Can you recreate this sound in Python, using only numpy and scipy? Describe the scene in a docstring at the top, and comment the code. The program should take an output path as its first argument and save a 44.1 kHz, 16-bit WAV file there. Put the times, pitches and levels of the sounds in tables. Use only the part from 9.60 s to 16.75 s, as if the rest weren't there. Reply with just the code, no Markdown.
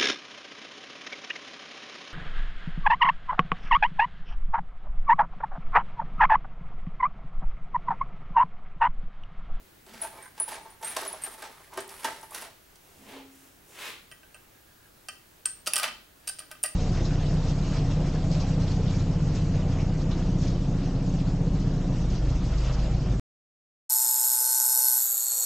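"""Steel bolts rummaged by hand in a shallow tray on a sheet-metal cart: slips and blows ring damped modes.
Shoes scuff gritty concrete as coloured noise grains, and a cart panel hums as a sine.
Bolts are then dropped into the holes of a cast machine part and turned by hand, nearer than the tray.
The place is a quiet workshop with sparse echoes; the small camera microphone adds hiss and a thin whine."""
import sys
import numpy as np
from scipy import signal
from scipy.fft import rfft, irfft
from scipy.io import wavfile
from scipy.ndimage import uniform_filter1d

SR = 44100
rng = np.random.default_rng(int(sys.argv[2]) if len(sys.argv) > 2 else 0)


def to_wav(sig):
    """Store sig (one row per channel, or 1-D mono) as 16-bit WAV at the path in sys.argv[1].

    Samples outside -1..1 are clipped; the rate is SR.
    """
    pcm = np.clip(np.atleast_2d(sig), -1, 1) * 32767
    pcm = np.round(pcm).astype(np.int16)
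    wavfile.write(sys.argv[1], SR, pcm.T)  # frames by channels


N = 315315


def gain_of(db):
    """Decibels to amplitude."""
    return 10 ** (np.asarray(db) / 20)


def evened(x):
    """Scales to rms 1."""
    return x / np.sqrt(np.mean(x ** 2) + 1e-20)


def read(points, hz, axis=1):
    """Reads one column of a table on a log-frequency axis."""
    points = np.array(points)
    return np.interp(np.log(hz + 1), np.log(points[:, 0] + 1), points[:, axis])


def add(mix, s, sound):
    """Mixes a sound in at time s."""
    part = mix[round(s * SR):][:len(sound)]
    part += sound[:len(part)]


def colour(x, points):
    """Gives x a spectrum, rms 1."""
    hz = np.fft.rfftfreq(len(x), 1 / SR)
    return evened(irfft(rfft(x) * gain_of(read(points, hz)), len(x)))


def grains(per_s, spread_db):
    """Random slips, a few of them large."""
    size_db = spread_db * np.minimum(rng.exponential(1, N), 4)
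    size = gain_of(size_db) * rng.choice([-1., 1.], N)
    return size * (rng.random(N) < per_s / SR)


def swells(rows, rise_s, t60, axis=2):
    """Amplitude of a table of strokes: each rises 60 dB to its level, holds, and dies away by 60 dB."""
    out = np.zeros(N)
    for row in rows:
        start_s, held_s, level_db = row[0], row[1], row[axis]
        t = np.arange(-rise_s, held_s + t60, 1 / SR)
        away = np.maximum(np.maximum(-t / rise_s, (t - held_s) / t60), 0)
        add(out, max(start_s - rise_s, 0), gain_of(level_db - 60 * away))
    return out


def flutter(count, depth_db, size):
    """Loose contact makes a ring flutter once the blow has passed."""
    touch = evened(uniform_filter1d(rng.standard_normal(count), size=size))
    onset = np.minimum(np.arange(count) / 300, 1)
    return gain_of(depth_db * touch * onset)


def ring(modes, rise_s=0.000097, spot_hz=None, favour_db=0):
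    """One blow on a body, peak 1; where it lands favours the modes near spot_hz."""
    t = np.arange(12000) / SR
    hz, db, t60 = np.transpose(modes)[:, :, None]
    luck = rng.standard_normal((len(modes), 2))
    if spot_hz:
        db = db + favour_db * np.exp(-(np.log2(hz / spot_hz) / 0.13) ** 2)
    vary_db, phase = 2.5 * luck[:, :1], 2 * luck[:, 1:]
    sound = gain_of(db + vary_db - 60 * t / t60) * np.sin(2 * np.pi * hz * t + phase)
    sound = sound.sum(0) * (1 - np.exp(-t / rise_s))
    return sound / abs(sound).max()


def rub(slips, modes, damp, wander_db, spot_hz=1, favour_db=0):
    """Slips excite a body under the hand; as the contact wanders, each mode comes and goes."""
    out = np.zeros(N)
    for hz, db, t60 in modes:
        wander = np.interp(np.arange(N), np.arange(0, N, 1500), rng.standard_normal(N // 1500 + 1))
        near_db = favour_db * np.exp(-(np.log2(hz / spot_hz) / 0.81) ** 2)
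        level = gain_of(db + near_db + wander_db * wander)
        out += level * signal.oaconvolve(slips, ring([(hz, 0, t60 * damp)]))[:N]
    # hold the local loudness even, so that the strokes alone set the level
    return out / np.sqrt(uniform_filter1d(out ** 2, size=8000) + 1e-12)


# snap of hard metal contact: f/Hz, level/dB per Hz
CRACK_SPECTRUM = [(880, -20.5), (1500, -12.5), (2200, -18), (2870, -4), (3500, -9.5), (5900, -6),
                  (6510, -12.5), (8920, -8), (15800, -22)]


def crack(t60):
    """The broad snap of hard contact, peak 1."""
    t = np.arange(2048) / SR
    sound = colour(rng.standard_normal(2048), CRACK_SPECTRUM) * gain_of(-60 * t / t60)
    return sound / abs(sound).max()


def sizzle(t60):
    """The bright spray of small steel parts jolting together, peak 1."""
    t = np.arange(4096) / SR
    spectrum = [(5000, -37), (7500, -4), (10500, 3), (13000, -9), (15800, -8)]  # f/Hz, level/dB per Hz
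    sound = colour(rng.standard_normal(4096), spectrum)
    sound = sound * (gain_of(-60 * t / 0.011) + 0.41 * gain_of(-60 * t / t60))
    return sound / abs(sound).max()


def bolt(hz, t60, splash_db, near_db, splash_t60, flutter_db):
    """Two bending planes and neighbouring bolts beat at close pitches, after a loud quick splash."""
    modes = [(hz, 0, t60),
             (hz * 1.008, near_db, t60),
             (hz * .984, near_db, t60 * 0.5),
             (hz * 0.91, near_db - 13, t60 * 0.41)]
    sound = ring(modes, rise_s=0.00012)
    splash = gain_of(splash_db - 60 * np.arange(len(sound)) / SR / splash_t60)
    sound = sound * (1 + splash) / (1 + splash[0])
    return sound * flutter(count=len(sound), depth_db=flutter_db, size=150)


# microphone hiss with room rumble: f/Hz, level/dB per Hz (shape only)
HISS_SPECTRUM = [(12, -48), (20, -2), (116, -6.5), (234, -11.5), (366, -6.5), (398, -11), (870, -13.5),
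                 (1000, -15), (1650, -14.5), (1850, -16.5), (4920, -22), (7070, -23), (15900, -22.5)]
# left-right likeness of the hiss: f/Hz, likeness (-1 to 1)
HISS_LIKENESS = [(60, 1), (180, 0.77), (550, -0.15), (1650, 0.041), (4970, 0.4), (15000, 0.85)]
# thin steady whine: f/Hz, level/dB rms
WHINE_TONES = [(15735, -74.5)]


def camera():
    """Microphone hiss with room rumble, faintly patchy noise, and a steady whine of sines."""
    frames, hz = N // 256 + 5, np.fft.rfftfreq(1024, 1 / SR)
    a, b, c, d, patches = rng.standard_normal((frames, 513, 5)).T
    patches = uniform_filter1d(uniform_filter1d(patches, size=12, axis=0), size=14, axis=1)
    same = read(HISS_LIKENESS, hz)[:, None]
    left, other = a + 1j * b, c + 1j * d
    z = np.array([left, same * left + np.sqrt(1 - same ** 2) * other])
    z *= gain_of(read(HISS_SPECTRUM, hz)[:, None] + 0.75 * evened(patches))
    hiss = signal.istft(z, nperseg=1024, noverlap=768)[1][:, :N]
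    out = gain_of(-56.5) * evened(hiss)  # dB rms
    for f, db in WHINE_TONES:
        out = out + np.sqrt(2) * gain_of(db) * np.sin(2 * np.pi * f * np.arange(N) / SR)
    return out


# the cart shifts: t/s, held/s, level/dB
CART_SHIFTS = [(.35, 0.0073, -53.5), (3.35, .08, -67), (3.482, 0.018, -58), (6.3, 0.0066, -56)]


def cart(crunch):
    """The shifting cart grumbles low: crunching grains narrowed to a band around 230 Hz."""
    grumble = colour(crunch, [(110, -45), (175, -1.0), (230, 7.5), (330, -33.5)])  # f/Hz, level/dB per Hz
    return swells(CART_SHIFTS, rise_s=0.35, t60=0.083) * grumble


# bolts sliding over the tray: t/s, held/s, grit level/dB, tray drone level/dB, fine fizz level/dB
TRAY_SLIDES = [(.292, 0.0056, -52, -73, -73), (.344, 0.043, -50, -58, -59), (.424, .03, -44, -45.5, -46),
               (.53, 0.13, -56, -52, -58.5), (.77, 0.022, -54, -61, -62), (.802, 0.011, -48.5, -54, -57),
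               (.88, 0.033, -46, -48.5, -47.5), (.924, 0.029, -43.5, -43, -65),
               (1.058, 0.067, -59, -57, -70), (1.236, 0.083, -41, -62, -44),
               (1.368, 0.0024, -38.5, -41, -47), (1.4, 0.086, -44, -44, -47.5),
               (1.52, 0.066, -53, -58, -63), (1.63, 0.031, -44.5, -54, -44.5),
               (1.714, 0.025, -53, -60, -54), (1.79, 0.028, -53.5, -58, -54),
               (1.828, 0.012, -42.5, -46, -59), (1.9, 0.17, -59.5, -60, -63), (2.13, 0.0077, -50, -49, -61),
               (2.182, 0.0028, -39, -36.5, -60), (2.3, 0.16, -50.5, -56.5, -52),
               (2.45, 0.0048, -36, -35.5, -47), (2.52, 0.066, -51, -58, -58),
               (2.636, 0.0031, -58, -57, -51), (2.72, .02, -50, -55, -49), (2.75, 0.031, -42, -49, -46.5),
               (2.822, 0.034, -48, -56, -58), (3.5, 0.098, -78, -55.5, -76)]
# bolts knocking the tray floor: t/s, thump level/dB peak, crack level/dB peak, favoured f/Hz
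TRAY_KNOCKS = [(0.265, -44.5, -43, 386), (0.294, -49, -46, 402), (0.337, -40.5, -40.5, 2270),
               (0.416, -40, -50, 764), (0.444, -29.5, -40, 880), (0.578, -41.5, -45, 920),
               (.586, -39, -55, 2280), (0.8, -32, -57, 860), (0.885, -39, -34, 900),
               (0.918, -28, -31.5, 920), (0.964, -36, -55, 1040), (1.055, -36, -58, 920),
               (1.211, -37.5, -58, 880), (1.227, -28, -32, 900), (1.366, -22.5, -18, 1020),
               (1.384, -35, -45, 980), (1.42, -30, -43, 390), (1.45, -33, -31, 660),
               (1.534, -30.5, -43, 820), (1.67, -33, -45, 1350), (1.744, -40, -54, 890),
               (1.78, -39, -44, 1350), (1.822, -34.5, -32.5, 1630), (1.849, -34.5, -54, 965),
               (2.141, -45, -45, 880), (2.175, -21.5, -28, 408), (2.291, -52, -35.5, 896),
               (2.31, -41.5, -48, 846), (2.445, -20, -19.5, 910), (2.48, -31, -43, 1230),
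               (2.629, -34, -37.5, 835), (2.705, -45, -46, 860), (2.747, -37, -24, 1600),
               (2.82, -34, -33, 820), (3.156, -62, -44.5, 895)]
# modes of the tray: f/Hz, level/dB, t60/s of a free knock
TRAY_MODES = [(387.5, -4, 0.074), (450, -26.5, 0.024), (506, 4, 0.029), (660, 1, 0.07), (770, -5, 0.045),
              (889, 1.5, 0.066), (960, -4, 0.034), (1067, -0.5, 0.045), (1192, -2.5, 0.041),
              (1317, -2, 0.05), (1588, -1, 0.047), (1826, -5, 0.044), (2247, -3, 0.014), (2290, -13, 0.079)]
# gritty slide of steel on the tray: f/Hz, level/dB per Hz
GRIT_SPECTRUM = [(880, 3.5), (1500, 7.5), (6560, -3), (8290, -3.5), (8540, -13.5), (8970, -9.5),
                 (9230, -21.5), (10200, -16), (15500, -31.5)]


def tray():
    """Slips and knocks drum on the tray; the drone's favoured pitch glides from knock to knock."""
    slips = grains(1800, 4.43)
    grit = colour(slips + 0.6 * rng.standard_normal(N), GRIT_SPECTRUM)
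    grit = grit * flutter(count=N, depth_db=2.0, size=250)
    fizz = signal.oaconvolve(grit, signal.firwin(63, 9000, pass_zero=False, fs=SR), "same")
    path = np.array(TRAY_KNOCKS)
    glide_hz = np.interp(np.arange(N) / SR, path[:, 0], path[:, 3])
    drone = rub(slips, TRAY_MODES, damp=0.6, wander_db=9.5, spot_hz=glide_hz, favour_db=9.5)
    out = np.zeros(N)
    for axis, layer in enumerate([evened(grit - fizz), drone, evened(fizz)], start=2):
        out += swells(TRAY_SLIDES, rise_s=0.074, t60=0.23, axis=axis) * layer
    for s, thump_db, crack_db, spot_hz in TRAY_KNOCKS:
        add(out, s, gain_of(thump_db) * ring(TRAY_MODES, 0.0063, spot_hz, favour_db=11.5))
        add(out, s, gain_of(crack_db) * crack(0.046))
    return out


# bolt against bolt: t/s, level/dB peak, ring f/Hz, t60/s, time until damped/s
BOLT_CLINKS = [(0.417, -20.5, 9900, 0.064, .3), (0.42, -32.5, 8990, 0.31, .14),
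               (0.626, -37, 8940, 0.33, .2), (.800, -14, 9810, 0.2, 0.11), (0.805, -31, 9420, 0.1, .09),
               (0.88, -30, 9830, 0.26, 0.15), (.935, -41, 9300, 0.53, .2), (1.103, -45, 9500, 0.16, 0.045),
               (1.246, -24.5, 8670, 0.59, 0.08), (1.278, -27, 9740, .3, 0.027),
               (1.32, -34, 8800, 0.089, 0.035), (1.478, -22.5, 9920, 0.058, 0.038),
               (1.529, -24.5, 10250, .03, .05), (1.622, -35, 8700, 0.11, .02),
               (1.637, -20.5, 8750, 0.17, 0.085), (1.711, -47, 8700, 0.22, .07),
               (2.205, -36.5, 8720, 0.23, 0.049), (2.400, -46, 8800, .2, 0.023)]
# small steel parts ticking together, too damped to ring: t/s, level/dB peak
STEEL_TICKS = [(.28, -48), (.295, -51), (1.215, -40), (1.318, -38), (1.619, -31), (1.74, -39), (2.139, -36),
               (2.174, -30), (2.204, -30.5), (2.278, -35), (2.294, -33), (2.35, -42), (2.39, -46),
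               (2.442, -32), (2.612, -34), (2.709, -31), (2.747, -26), (2.814, -27.5), (2.823, -30)]


def clinks():
    """Bolts ring freely until a finger or a neighbour damps them; small parts tick without ringing."""
    out = np.zeros(N)
    for s, db, hz, t60, free_s in BOLT_CLINKS:
        sound = bolt(hz, t60, splash_db=5.5, near_db=-20, splash_t60=0.047, flutter_db=1.5)
        damped_s = np.maximum(np.arange(len(sound)) / SR - free_s, 0)
        add(out, s, gain_of(db - 60 * damped_s / .02) * sound)
        add(out, s, gain_of(db - 27) * crack(0.016))
    for s, db in STEEL_TICKS:
        add(out, s, gain_of(db) * sizzle(0.065))
    return out


# soles dragged over gritty concrete: t/s, held/s, scrape level/dB, dull part level/dB, fine dust level/dB
SOLE_SCUFFS = [(3.25, 0.26, -69, -64, -65), (3.5, 0.071, -51.5, -52, -62), (3.74, 0.13, -69, -76, -61.5),
               (4.09, .05, -72, -62.5, -59), (4.21, 0.069, -39, -51, -46)]
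# scrape of a sole: f/Hz, level/dB per Hz
SOLE_SPECTRUM = [(530, -36), (900, -5), (1100, -4), (2100, 1.5), (3300, -0.5), (6200, -15.5), (10200, -17),
                 (15500, -23.5)]


def scuffs(crunch):
    """Grit crunches under the soles: a scrape, a dull part and fine dust, each with its own level."""
    dull_spectrum = [(150, -17), (300, -3.0), (420, 4), (600, 0), (1100, -5.5), (2000, -42)]
    dull = colour(crunch[::-1], dull_spectrum)  # reversed, so its grains fall apart from the scrape's
    scrape = colour(crunch, SOLE_SPECTRUM)
    dust = signal.oaconvolve(scrape, signal.firwin(63, 5500, pass_zero=False, fs=SR), "same")
    out = np.zeros(N)
    for axis, layer in enumerate([evened(scrape - dust), dull, evened(dust)], start=2):
        out += swells(SOLE_SCUFFS, rise_s=0.23, t60=0.32, axis=axis) * layer
    return out


# a cart panel hums when it is brushed: t/s, held/s, level/dB rms
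PANEL_HUMS = [(3.4, .03, -60), (3.476, .005, -65), (3.545, .05, -51)]


def panel():
    """One smooth mode of thin sheet metal, at 270 Hz."""
    hum = np.sqrt(2) * np.sin(2 * np.pi * 270 * np.arange(N) / SR)
    return swells(PANEL_HUMS, rise_s=0.052, t60=1) * hum


# bolts striking the casting: t/s, crack level/dB peak, casting level/dB peak, favoured f/Hz,
# bolt ring level/dB peak, ring f/Hz, ring t60/s, sizzle level/dB peak
CASTING_TAPS = [(4.5143, -41.5, -37.5, 2900, -42.5, 9030, 0.15, -63),
                (4.522, -50, -45, 1950, -63, 9030, .11, -68),
                (4.6313, -55, -46, 1580, -65, 10200, .025, -57),
                (4.7449, -45, -38, 2800, -41, 8700, 0.073, -54),
                (5.4855, -26, -28, 2850, -27.5, 8730, .1, -55),
                (5.8554, -24, -40, 2680, -17, 8540, 0.06, -32),
                (5.8581, -25.5, -32.5, 1340, -12, 8730, 0.048, -24),
                (5.905, -51, -60, 1230, -28, 8670, 0.29, -55),
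                (6.0612, -35, -54, 534, -32, 8830, 0.032, -45),
                (6.0656, -25, -30, 2870, -31, 8320, 0.021, -40),
                (6.071, -16.5, -34, 640, -30.5, 9060, .025, -29),
                (6.0752, -15.5, -28.5, 1220, -21.5, 9420, 0.019, -23),
                (6.135, -13.5, -27, 2850, -11, 10000, 0.022, -19),
                (6.1582, -16, -30, 2860, -14, 8660, 0.13, -23),
                (6.1641, -13.5, -22.5, 2980, -16.5, 8680, 0.09, -28),
                (6.1799, -23, -25, 2860, -26, 8900, 0.098, -19),
                (6.1857, -23, -27.5, 1560, -36, 8710, .025, -27),
                (6.1974, -20, -26.5, 1230, -46, 8820, .025, -34),
                (6.215, -39, -35, 1220, -40, 9400, .025, -36),
                (6.2318, -19.5, -28, 2300, -35, 9600, .025, -20),
                (6.2397, -30, -20, 2600, -46, 8440, .025, -26),
                (6.2786, -31, -30, 3200, -45, 9200, 0.022, -39),
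                (6.6736, -26.5, -41, 3220, -32, 8970, 0.14, -39),
                (6.6773, -23, -38, 3030, -21, 8770, .11, -18.5),
                (6.6884, -24.5, -42, 3270, -26, 8960, 0.058, -28),
                (6.6937, -29, -39, 1530, -23, 8940, 0.13, -36),
                (6.787, -30.5, -44, 3250, -47, 8750, .11, -49),
                (6.7921, -33, -50, 1520, -26, 9020, 0.14, -51),
                (6.8019, -32, -41.5, 1210, -49, 8840, 0.087, -46),
                (6.8209, -44, -46, 1550, -51, 9100, .11, -56),
                (6.9141, -31.5, -34, 1420, -36, 8900, 0.1, -32.5),
                (6.9507, -59, -47, 1240, -63, 9000, .11, -54),
                (7.0305, -41, -56, 2640, -22, 8920, 0.1, -24),
                (7.037, -23.5, -36, 3160, -10.5, 8980, 0.047, -26),
                (7.0384, -27, -32, 2710, -35, 9000, .025, -19),
                (7.0438, -26, -30.5, 2040, -42, 9000, 0.023, -35),
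                (7.0577, -27, -41, 1900, -29, 8930, .11, -35),
                (7.0617, -33, -49, 1930, -27, 9070, 0.079, -41),
                (7.0786, -43, -40, 2430, -33, 9000, 0.077, -47),
                (7.091, -48, -45, 1230, -44, 9000, .11, -49)]
# modes of the casting: f/Hz, level/dB, t60/s before any damping by the contact
CASTING_MODES = [(623, -1, 0.058), (750, 2.5, 0.018), (1235, 1, 0.056), (1541, -4, 0.14),
                 (1612, -3.5, 0.044), (1815, -11.5, 0.061), (1930, -5.5, 0.13), (2396, -5, 0.069),
                 (2648, 2, 0.045), (2807, 4.5, 0.011), (2885, -6.5, 0.019), (3090, -4, 0.061),
                 (3930, -26, 0.032), (4710, -3, 0.04), (5000, -17, 0.03), (5240, -5.5, 0.056),
                 (5730, -11, 0.046), (7330, -16, 0.032)]


def taps():
    """Bolts strike the cast metal; returns the casting and the bolt rings."""
    out, rings = np.zeros(N), np.zeros(N)
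    split_hz = 3500
    low = [mode for mode in CASTING_MODES if mode[0] < split_hz]
    high = [(f, db, t60 * 0.81) for f, db, t60 in CASTING_MODES if f > split_hz]
    for s, crack_db, body_db, spot_hz, ring_db, hz, t60, sizzle_db in CASTING_TAPS:
        add(out, s, gain_of(sizzle_db) * sizzle(0.081))
        add(out, s, gain_of(crack_db) * crack(0.017))
        # a sharp edge wakes the high modes
        edge = ring(high) * flutter(count=12000, depth_db=5, size=100)
        add(out, s, gain_of(crack_db - 10) * edge)
        body = ring(low, 0.0008, spot_hz, favour_db=10) * flutter(count=12000, depth_db=4, size=120)
        add(out, s, gain_of(body_db) * body)
        sound = bolt(hz, t60, splash_db=8, near_db=-2, splash_t60=0.023, flutter_db=3.5)
        add(rings, s, gain_of(ring_db) * sound)
    return out, rings


# a bolt turned in its thread, one row a twist: t/s, held/s, level/dB
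THREAD_TWISTS = [(4.642, 0.0073, -69), (4.746, 0.018, -64), (4.954, 0.015, -65), (5.096, .02, -66),
                 (5.22, 0.064, -70)]


def thread():
    """A turning bolt slips in its thread: about 190 ticks a second, each a short ring at 1630 Hz."""
    tick = ring([(1630, 0, 3.8 / 85)], rise_s=.002)
    ticking = evened(signal.oaconvolve(grains(190, 4.4), tick)[:N])
    return swells(THREAD_TWISTS, rise_s=.12, t60=0.15) * ticking


# a handful of bolts dragged over the casting: t/s, held/s, level/dB
CASTING_DRAGS = [(6.072, .005, -44.5), (6.14, 0.038, -45), (6.19, 0.0085, -54), (6.235, 0.0037, -27.5),
                 (6.3, 0.018, -58), (6.63, 0.048, -63), (6.91, .003, -54.5)]
# scrape of the dragged bolts: f/Hz, level/dB per Hz
DRAG_SPECTRUM = [(290, -45), (500, -17.5), (665, -3.5), (1160, -6.5), (2640, -5), (3770, -9.5),
                 (11300, -24), (15000, -32)]


def drag():
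    """Dragged bolts slip on the cast metal: a scrape, with the casting's damped modes under it."""
    slips = grains(3000, 2.3)
    body = rub(slips, CASTING_MODES, damp=0.36, wander_db=9.0)
    scrape = colour(slips, DRAG_SPECTRUM)
    return swells(CASTING_DRAGS, rise_s=0.04, t60=0.15) * (gain_of(-10.5) * body + scrape)


# echoes of the workshop: f/Hz, t60/s, left-right likeness (0 to 1)
SHOP_BANDS = [(200, 0.59, 0.84), (600, 0.34, 0.98), (1480, .35, 0.37), (4050, 0.46, 0.23),
              (12800, 0.2, 0.37)]


def shop(x):
    """Sparse echoes of random sign, each band dying at its own speed; the bass is alike in both channels.
    Three sets of echoes take turns, so that no single set colours the ringing modes."""
    out = np.zeros((2, N))
    for k in range(3):
        echoes = np.zeros((2, SR // 2))
        at = np.arange(120, SR // 2 - 20, 20)
        at = at + rng.integers(0, 20, (2, len(at)))
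        np.put_along_axis(echoes, at, rng.choice([-1., 1.], at.shape), 1)
        hz, t, z = signal.stft(echoes, SR, nperseg=256)
        same = read(SHOP_BANDS, hz, axis=2)[:, None]
        z = np.array([z[0], same * z[0] + np.sqrt(1 - same ** 2) * z[1]])
        decay = gain_of(-60 * t / read(SHOP_BANDS, hz)[:, None])
        tail = signal.istft(z * decay, SR, nperseg=256)[1]
        # 11 Hz, a third of a cycle apart: together the three keep constant power
        turn = np.sqrt(2 / 3) * np.cos(2 * np.pi * (11 * np.arange(N) / SR + k / 3))
        out += signal.fftconvolve((x * turn)[None], tail / np.linalg.norm(tail[0]), axes=1)[:, :N]
    return out


def scene():
    """The tray and the steps are farther from the microphone and wetter than the casting."""
    crunch = grains(6000, 4.5) + 0.62 * rng.standard_normal(N)
    feet = cart(crunch) + scuffs(crunch)
    far, far_rings = tray(), clinks()
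    near, near_rings = taps()
    near = near + thread() + drag()
    no_bass = signal.butter(2, 260, "high", fs=SR, output="sos")
    far, near = signal.sosfilt(no_bass, [far, near])  # the tray and the casting carry little below about 260 Hz
    # left and right gains in dB place each group
    dry = (far + far_rings) * gain_of([[-2.5], [-1.5]])
    dry = dry + feet * gain_of([[-2.3], [-2.1]]) + panel()
    dry += (near + near_rings) * gain_of([[-.6], [.4]])
    wet = far * gain_of(-8.0) + far_rings * gain_of(-7.0) + feet * gain_of(-4.5)
    wet += (near + near_rings) * gain_of(-7.5)
    return dry + shop(wet) + camera()


def record(dry):
    """The band limit of the camera, a steep low-pass at 15950 Hz."""
    return signal.oaconvolve(dry, signal.firwin(511, 15950, window=("kaiser", 9), fs=SR)[None], "same")


dry = scene()
out = record(dry)
to_wav(out)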